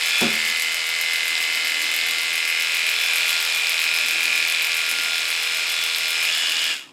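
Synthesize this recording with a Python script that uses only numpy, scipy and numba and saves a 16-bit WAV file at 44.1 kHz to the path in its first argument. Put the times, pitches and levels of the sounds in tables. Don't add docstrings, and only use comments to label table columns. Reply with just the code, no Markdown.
import sys
import numpy as np
from scipy import signal
from scipy.fft import rfft, irfft
from scipy.io import wavfile
from scipy.ndimage import uniform_filter1d, map_coordinates
from numba import njit

SR = 44100
rng = np.random.default_rng(int(sys.argv[2]) if len(sys.argv) > 2 else 0)


def master_out(mix):
    frames = np.transpose(np.atleast_2d(mix))
    ceiling = np.clip(frames, -1, 1)
    pcm = np.round(ceiling * 32767).astype(np.int16)
    wavfile.write(sys.argv[1], SR, pcm)


N = 305416
TIME = np.arange(N) / SR
GEAR_RATIO = 9 / 11
# place as a share of the turn, relative level in dB of the knock
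# on the case, relative level in dB of the steel tick.
CONTACTS = [(.004, -0.5, 7), (0.056, -17.5, -6), (0.128, -11, -7), (0.217, -8.5, 1.5), (0.287, -10.5, -7),
            (0.346, -10, 2), (0.504, -5.5, -17), (0.561, -6.5, -1.5), (0.692, -11, -22), (.78, -3.5, -30)]


def from_db(db):
    return 10 ** (np.asarray(db) / 20)


def rms_one(x):
    return x / np.sqrt(np.mean(x ** 2) + 1e-20)


def steady(x):
    power = uniform_filter1d(x ** 2, size=4300)
    return x / np.sqrt(power + .03 * power.mean())


def in_time(rows):
    s, *columns = np.transpose(rows)
    return [np.interp(TIME, s, column) for column in columns]


def at_hz(points, hz):
    known_hz, values = np.transpose(points)
    return np.interp(np.log(np.maximum(hz, 1)), np.log(known_hz), values)


def by_pose(values, poses):
    return np.dot(values, poses ** 2) / np.sum(poses ** 2, axis=0)


def drift(rate):
    coarse = TIME[::256]
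    points = rng.standard_normal(500)
    return np.interp(TIME, coarse, map_coordinates(points, [coarse * rate + 2], order=3, mode="wrap"))


def band(x, low_hz, high_hz):
    edges_hz = [low_hz, min(high_hz, .45 * SR)]
    return signal.sosfilt(signal.butter(2, edges_hz, "band", fs=SR, output="sos"), x)


def colour(x, spectrum, size=4096):
    level_db = at_hz(spectrum, np.fft.rfftfreq(size, 1 / SR))
    cepstrum = irfft(np.log(from_db(level_db)))
    cepstrum[1:size // 2] *= 2
    cepstrum[size // 2 + 1:] = 0
    return signal.oaconvolve(x, irfft(np.exp(rfft(cepstrum))))[:N]


def resonate(x, hz, width_hz, lift_db):
    return x + (from_db(lift_db) - 1) * signal.lfilter(*signal.iirpeak(hz, hz / width_hz, fs=SR), x)


def ring(x, hz, t60):
    r = .001 ** (1 / (t60 * SR))
    w = 2 * np.pi * hz / SR
    return signal.lfilter([0, np.sin(w)], [1, -2 * r * np.cos(w), r * r], x + 1e-18)


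def clicks(times, sizes):
    at = np.ravel(times)[:, None] * SR
    taps = np.floor(at).astype(int) + np.arange(-3, 5)
    shape = np.sinc(taps - at) * np.sinc((taps - at) / 4)
    inside = (taps >= 0) & (taps < N)
    return np.bincount(taps[inside], (np.ravel(sizes)[:, None] * shape)[inside], N)


def tone(turns, level_db, waver_db, wander):
    amplitude = np.sqrt(2) * from_db(level_db + waver_db * drift(6))
    return amplitude * np.cos(2 * np.pi * turns + wander * drift(9))


def room(x, wet_db):
    # frequency in Hz, reverberation time (60 dB decay) in seconds.
    decay_times = [(100, 0.82), (500, 0.68), (3000, 0.4), (8000, 0.45), (16000, 0.079)]
    t = TIME[:SR // 2]
    edges_hz = np.geomspace(50, 18000, num=10)
    tail = 0
    for low_hz, high_hz in zip(edges_hz, edges_hz[1:]):
        decay_db = -60 * t / at_hz(decay_times, np.sqrt(low_hz * high_hz))
        tail = tail + band(rng.standard_normal(len(t)), low_hz, high_hz) * from_db(decay_db)
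    tail = tail * np.clip(t / 0.0025 - 1, 0, 1)
    wet = from_db(wet_db)
    return (x + wet * signal.oaconvolve(x, tail / np.linalg.norm(tail))[:N]) / np.hypot(1, wet)


def room_air():
    # frequency in Hz, relative spectral density in dB per Hz.
    air_spectrum = [(20, -22), (45, -23), (85, -2), (120, -3), (160, 2), (200, -5.5), (280, -4.5),
                    (450, -4.5), (1000, -0.5), (4000, -20), (16000, -42)]
    return from_db(-55.5) * rms_one(colour(rng.standard_normal(N), air_spectrum))


def low_rumble(floor_db=-62):
    # time of the top in seconds, half length in seconds (fall to 1/e in power), level in dB.
    swells = [(1.871, 0.39, -52.5), (4.27, 0.18, -50), (4.967, 0.09, -54), (6.65, 0.24, -55.5)]
    power = from_db(floor_db) ** 2
    for s, half_s, db in swells:
        power = power + from_db(db) ** 2 * np.exp(-((TIME - s) / half_s) ** 2)
    return np.sqrt(power) * rms_one(band(rng.standard_normal(N), 242, 360))


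def table_bump(rattle_db=-20, rattle_s=0.046):
    # start in seconds, level in dB of the thud, level in dB of the crack before filtering.
    bumps = [(0.2113, -27, 1), (0.2276, -21.5, -7)]
    # frequency in Hz, relative level in dB, 60 dB decay time in seconds.
    modes = [(84.5, -15.5, 1), (160.4, -6, 0.27), (220, 0, 0.44), (237, 1.5, 0.32), (315, -6.5, 0.2),
             (344, -4, 0.21), (402, -1, 0.41), (556, -8, 0.3), (712, -2, 0.24)]
    # frequency in Hz, relative spectral density in dB per Hz.
    thud_spectrum = [(30, -23), (70, -25), (120, -13), (220, -1), (400, 1.5), (520, -12), (750, -11),
                     (1400, -7), (4000, -56)]
    s, thud_db, crack_db = np.transpose(bumps)
    blows = clicks(s, from_db(thud_db))
    boom = 0
    for k, (hz, db, t60) in enumerate(modes):
        boom = boom + (-1) ** k * from_db(db) * ring(blows, hz, t60)
    age = np.maximum(TIME - s[0], 0)
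    envelope = np.exp(-age / rattle_s) * (1 - np.exp(-age / 0.0019))
    rattle = rms_one(colour(rng.standard_normal(N), thud_spectrum)) * envelope
    crack = 2 * band(clicks(s, from_db(crack_db)), 1500, 9700)
    return band(boom, 118, 4000) + from_db(rattle_db) * rattle + crack


def gear_whine(turns, poses, clatter_db, whine_db=0.56):
    # multiple of the crank's speed, relative level in dB held free, at the brow and along the
    # muzzle, dB gained per dB of clatter, waver in dB, phase wander in radians.
    gear_tones = [(14 * GEAR_RATIO, -56, -54, -54, 0, .5, .1),
                  (42 * GEAR_RATIO, -47, -46, -41, -.4, 2.2, .7), (84, -40.5, -44, -39.5, 1.7, 2.6, 1.0),
                  (126, -45, -43, -42, .8, 2.2, 2)]
    strain_db = clatter_db - clatter_db.mean()
    whine = 0
    for multiple, *levels_db, follows, waver_db, wander in gear_tones:
        level_db = whine_db + by_pose(levels_db, poses) + follows * strain_db
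        whine = whine + tone(multiple * turns, level_db, waver_db, wander)
    return whine


def blade_slide(turns, clatter_db, throb_db=1.66):
    # frequency in Hz, relative spectral density in dB per Hz.
    slide_spectrum = [(150, -28.5), (400, -20), (620, -4), (1000, -4.5), (2300, 5), (4500, -0.5),
                      (6000, -5), (8500, -8), (12000, -12.5), (16000, -27.5)]
    rub = rng.standard_normal(N) * from_db(throb_db * np.cos(4 * np.pi * (turns - .07)))
    return from_db(clatter_db - 3.5) * rms_one(colour(rub, slide_spectrum))


def end_stops(turns, clatter_db, snap_s=0.00029, uneven_db=2.5):
    reversals = np.arange(580) / 2 + .004
    times = np.interp(reversals, turns, TIME, left=-1, right=-1)
    blows = clicks(times, from_db(uneven_db * rng.uniform(-0.76, 1, len(times))))
    envelope = signal.lfilter([1], [1, -np.exp(-1 / (snap_s * SR))], blows + 1e-18)
    snaps = envelope * rng.standard_normal(N)
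    return from_db(clatter_db - 8.5) * rms_one(band(snaps, 3400, 5200))


def contact_times(turns, jitter_s):
    angle = np.arange(-1, 290)[:, None] + np.array(CONTACTS)[:, 0]
    times = np.interp(angle, turns, TIME, left=-1, right=-1)
    return times + jitter_s * rng.standard_normal(angle.shape), angle


def tick_force(ring_db, clatter_db, free):
    usual_db, per_ring, per_clatter = -36, 0.72, 0.89
    free_db = -2
    rattle_db = per_ring * (ring_db - ring_db.mean()) + per_clatter * (clatter_db - clatter_db.mean())
    return usual_db + rattle_db + free_db * free


def blade_ticks(turns, force_db, beat_db=8.5, worst_turn=0.8, uneven_db=3.0, jitter_s=.00008,
                scrape_s=0.00035, sizzle_s=0.0013, sizzle_db=-15):
    # frequency in Hz, relative spectral density in dB per Hz.
    tick_spectrum = [(2000, -28), (4000, 1), (6500, 0), (8500, -1), (10000, 2.5), (13000, 2), (16000, -12)]
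    times, angle = contact_times(turns, jitter_s)
    lined_up = np.cos(2 * np.pi * (angle * (1 - GEAR_RATIO) + worst_turn - .25))
    chance_db = uneven_db * rng.standard_normal(times.shape)
    sizes = from_db(np.array(CONTACTS)[:, 2] + beat_db * lined_up + chance_db)
    age = TIME[:SR // 32]
    shape = np.exp(-age / scrape_s) + from_db(sizzle_db) * np.exp(-age / sizzle_s)
    scrape = signal.oaconvolve(clicks(times, sizes), shape)[:N] * rng.standard_normal(N)
    return from_db(force_db) * rms_one(colour(scrape, tick_spectrum))


def case_tones(turns, poses, ring_db, lag_turn=0.0609):
    # multiple of the stroke rate, relative level in dB held free, at the brow, along the muzzle.
    singing = [(10, -66, -62, -60), (13, -58, -59, -62), (15, -79, -60, -58), (26, -74, -57, -55),
               (28, -63, -59, -52), (31, -54, -54, -55), (38, -49, -48, -46), (40, -40, -43, -46),
               (42, -34, -42, -43), (44, -47, -40, -51), (48, -53, -47, -41), (50, -46, -33, -45),
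               (51, -56, -38, -41), (52, -49, -37, -41), (53, -54, -44, -38), (54, -46, -33, -39),
               (55, -51, -45, -44), (56, -42, -48, -39), (57, -58, -43, -35), (58, -41, -47, -38),
               (59, -43, -39, -34), (60, -45, -40, -38), (61, -40, -38, -36), (62, -44, -40, -38),
               (65, -49, -40, -36), (69, -41, -43, -45), (71, -43, -41, -43), (73, -48, -40, -45),
               (75, -44, -42, -58)]
    tones = 0
    for multiple, *levels_db in singing:
        level_db = by_pose(levels_db, poses)
        tones = tones + tone(multiple * (turns - lag_turn), level_db, waver_db=2.0, wander=.4)
    return tones * from_db(.8 * (ring_db - np.median(ring_db)) - .6)


def disperse(x, width_hz=380):
    for hz in np.geomspace(1800, 2500, num=3):
        x = x - 2 * signal.lfilter(*signal.iirpeak(hz, hz / width_hz, fs=SR), x)
    return x


def case_rattle(turns, poses, ring_db, clatter_db, jitter_s=.000024, loose_s=.00005, uneven_db=1.6):
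    # frequency in Hz, relative spectral density in dB per Hz.
    case_spectrum = [(130, -44), (300, -17), (600, -26), (1000, -22), (1450, -9), (2000, -7.5),
                     (3000, -0.5), (4000, -1.5), (5000, -8.5), (5900, -18), (8000, -10), (10000, -21.5),
                     (13000, -30), (16000, -30.5)]
    # frequency in Hz, width in Hz, lift in dB held free, at the brow and along the muzzle.
    resonances = [(847, 63, 20, 15, 12.5), (1080, 180, -9, 10.5, 0), (1690, 140, 10, -4, 0.5),
                  (2090, 133, -2.5, 13, 6), (2434, 91, -2, 7.5, 17), (2784, 700, 2, 9, 4),
                  (3380, 290, 8.5, -2.5, 5.5), (3930, 280, 1, 3.5, 6), (4780, 250, 7, 9.5, -2),
                  (5250, 204, 14.5, 10, 12.5), (6830, 410, 12.5, 6.5, 7), (8300, 2300, 9, 9.5, 3.5)]
    times, _ = contact_times(turns, jitter_s)
    looseness_s = loose_s * np.interp(times, TIME, poses[0])
    times = times + looseness_s * rng.standard_normal(times.shape)
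    sizes_db = np.array(CONTACTS)[:, 1] + uneven_db * rng.standard_normal(times.shape)
    knocks = disperse(colour(clicks(times, from_db(sizes_db)), case_spectrum))
    rattle = 0
    for k, share in enumerate(poses):
        voiced = room(knocks, wet_db=3)
        for hz, width_hz, *lifts_db in resonances:
            voiced = resonate(voiced, hz, width_hz, lifts_db[k])
        rattle = rattle + share * rms_one(voiced)
    main = signal.lfilter(*signal.iirpeak(2330, 2.5, fs=SR), rattle)
    clatter = steady(rattle - main) * from_db(clatter_db - 2.5)
    return steady(main) * from_db(ring_db - 3.0 + 5.6 * poses[0]) + clatter


@njit
def moving_band(x, w, damping):
    out, low, mid = np.zeros(len(x)), 0., 0.
    for i in range(len(x)):
        low += w[i] * mid
        mid += w[i] * (x[i] - low - damping * mid)
        out[i] = damping * mid
    return out


def hand_hollow(x, poses, damping=.09):
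    # frequency in Hz, lift in dB before the half-lifted gain below.
    hollows = [(2940, 5), (2000, 1.5), (2350, 2)]
    half_lifted_db = 5.5
    sway_hz, sways_per_s = 180, 12
    hollow_hz, lift_db = by_pose(np.transpose(hollows), poses)
    free = poses[0] ** 2
    hollow_hz = hollow_hz + sway_hz * free ** 2 * drift(sways_per_s)
    lift_db = lift_db + half_lifted_db * np.sin(np.pi * free)
    lifted = x + (from_db(lift_db) - 1) * moving_band(x, 2 * np.pi * hollow_hz / SR, damping)
    return lifted * from_db(-.3 * lift_db)


def clippers():
    # time in seconds, blade strokes per second while switched on.
    speed = [(0.0, 40.947), (0.5, 40.84), (0.9, 41.049), (1.6, 40.945), (2.6, 41.019), (3.4, 41.091),
             (4.0, 40.972), (5.0, 41.079), (5.9, 41.104), (6.7, 41.04)]
    # time in seconds, base level in dB of the case ring, base level in dB of the clatter.
    drive = [(0.0, -26.5, -24.5), (0.2, -26, -24), (0.32, -26.5, -25.5), (0.86, -28.5, -27.5),
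             (1.14, -26.5, -27), (2.11, -26.5, -26.5), (2.5, -25, -27.5), (3.26, -24, -24),
             (3.4, -26.5, -24.5), (4.37, -25, -26), (5.91, -29, -26), (6.27, -25, -25.5), (6.36, -28, -25),
             (6.7, -27, -26.5)]
    # time in seconds, share held free, share with the blade at the brow.
    grip = [(0, 0.0052, 0.67), (.19, 0.28, 0), (.28, 0.23, 0.41), (.4, 0.025, 1), (2.4, 0, 0.78),
            (2.65, 0.031, 0.57), (3.0, 0, 0.11), (3.13, 0.04, 0.1), (6.0, 0.022, 0.096), (6.21, .05, 0.36),
            (6.34, 0.85, 0.02)]
    first_turn, off_s = -.429, 6.715
    coast_s, tones_die_s, rattle_dies_s = .45, 0.046, 0.057
    since_off = np.maximum(TIME - off_s, 0)
    strokes_per_s = in_time(speed)[0] * np.exp(-since_off / coast_s)
    turns = first_turn + np.cumsum(strokes_per_s) / SR
    running = np.exp(-since_off / tones_die_s)
    fade = np.exp(-since_off / rattle_dies_s)
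    ring_db, clatter_db = in_time(drive)
    free, brow = np.clip(in_time(grip), 0, 1)
    poses = np.sqrt([free, brow, np.clip(1 - free - brow, 0, 1)])

    shell = case_rattle(turns, poses, ring_db, clatter_db) * fade
    shell = shell + case_tones(turns, poses, ring_db) * running
    ticks = blade_ticks(turns, tick_force(ring_db, clatter_db, free)) * running
    blade = (blade_slide(turns, clatter_db) + end_stops(turns, clatter_db)) * fade + room(ticks, wet_db=-4)
    return hand_hollow(shell, poses) + blade + gear_whine(turns, poses, clatter_db) * running


def scene():
    return (clippers() + room(table_bump(), wet_db=-17.0) + room_air() + low_rumble())[None]


def record(dry):
    return signal.sosfilt(signal.ellip(10, .2, 80, 15900, fs=SR, output="sos"), dry)


dry = scene()
out = record(dry)
master_out(out)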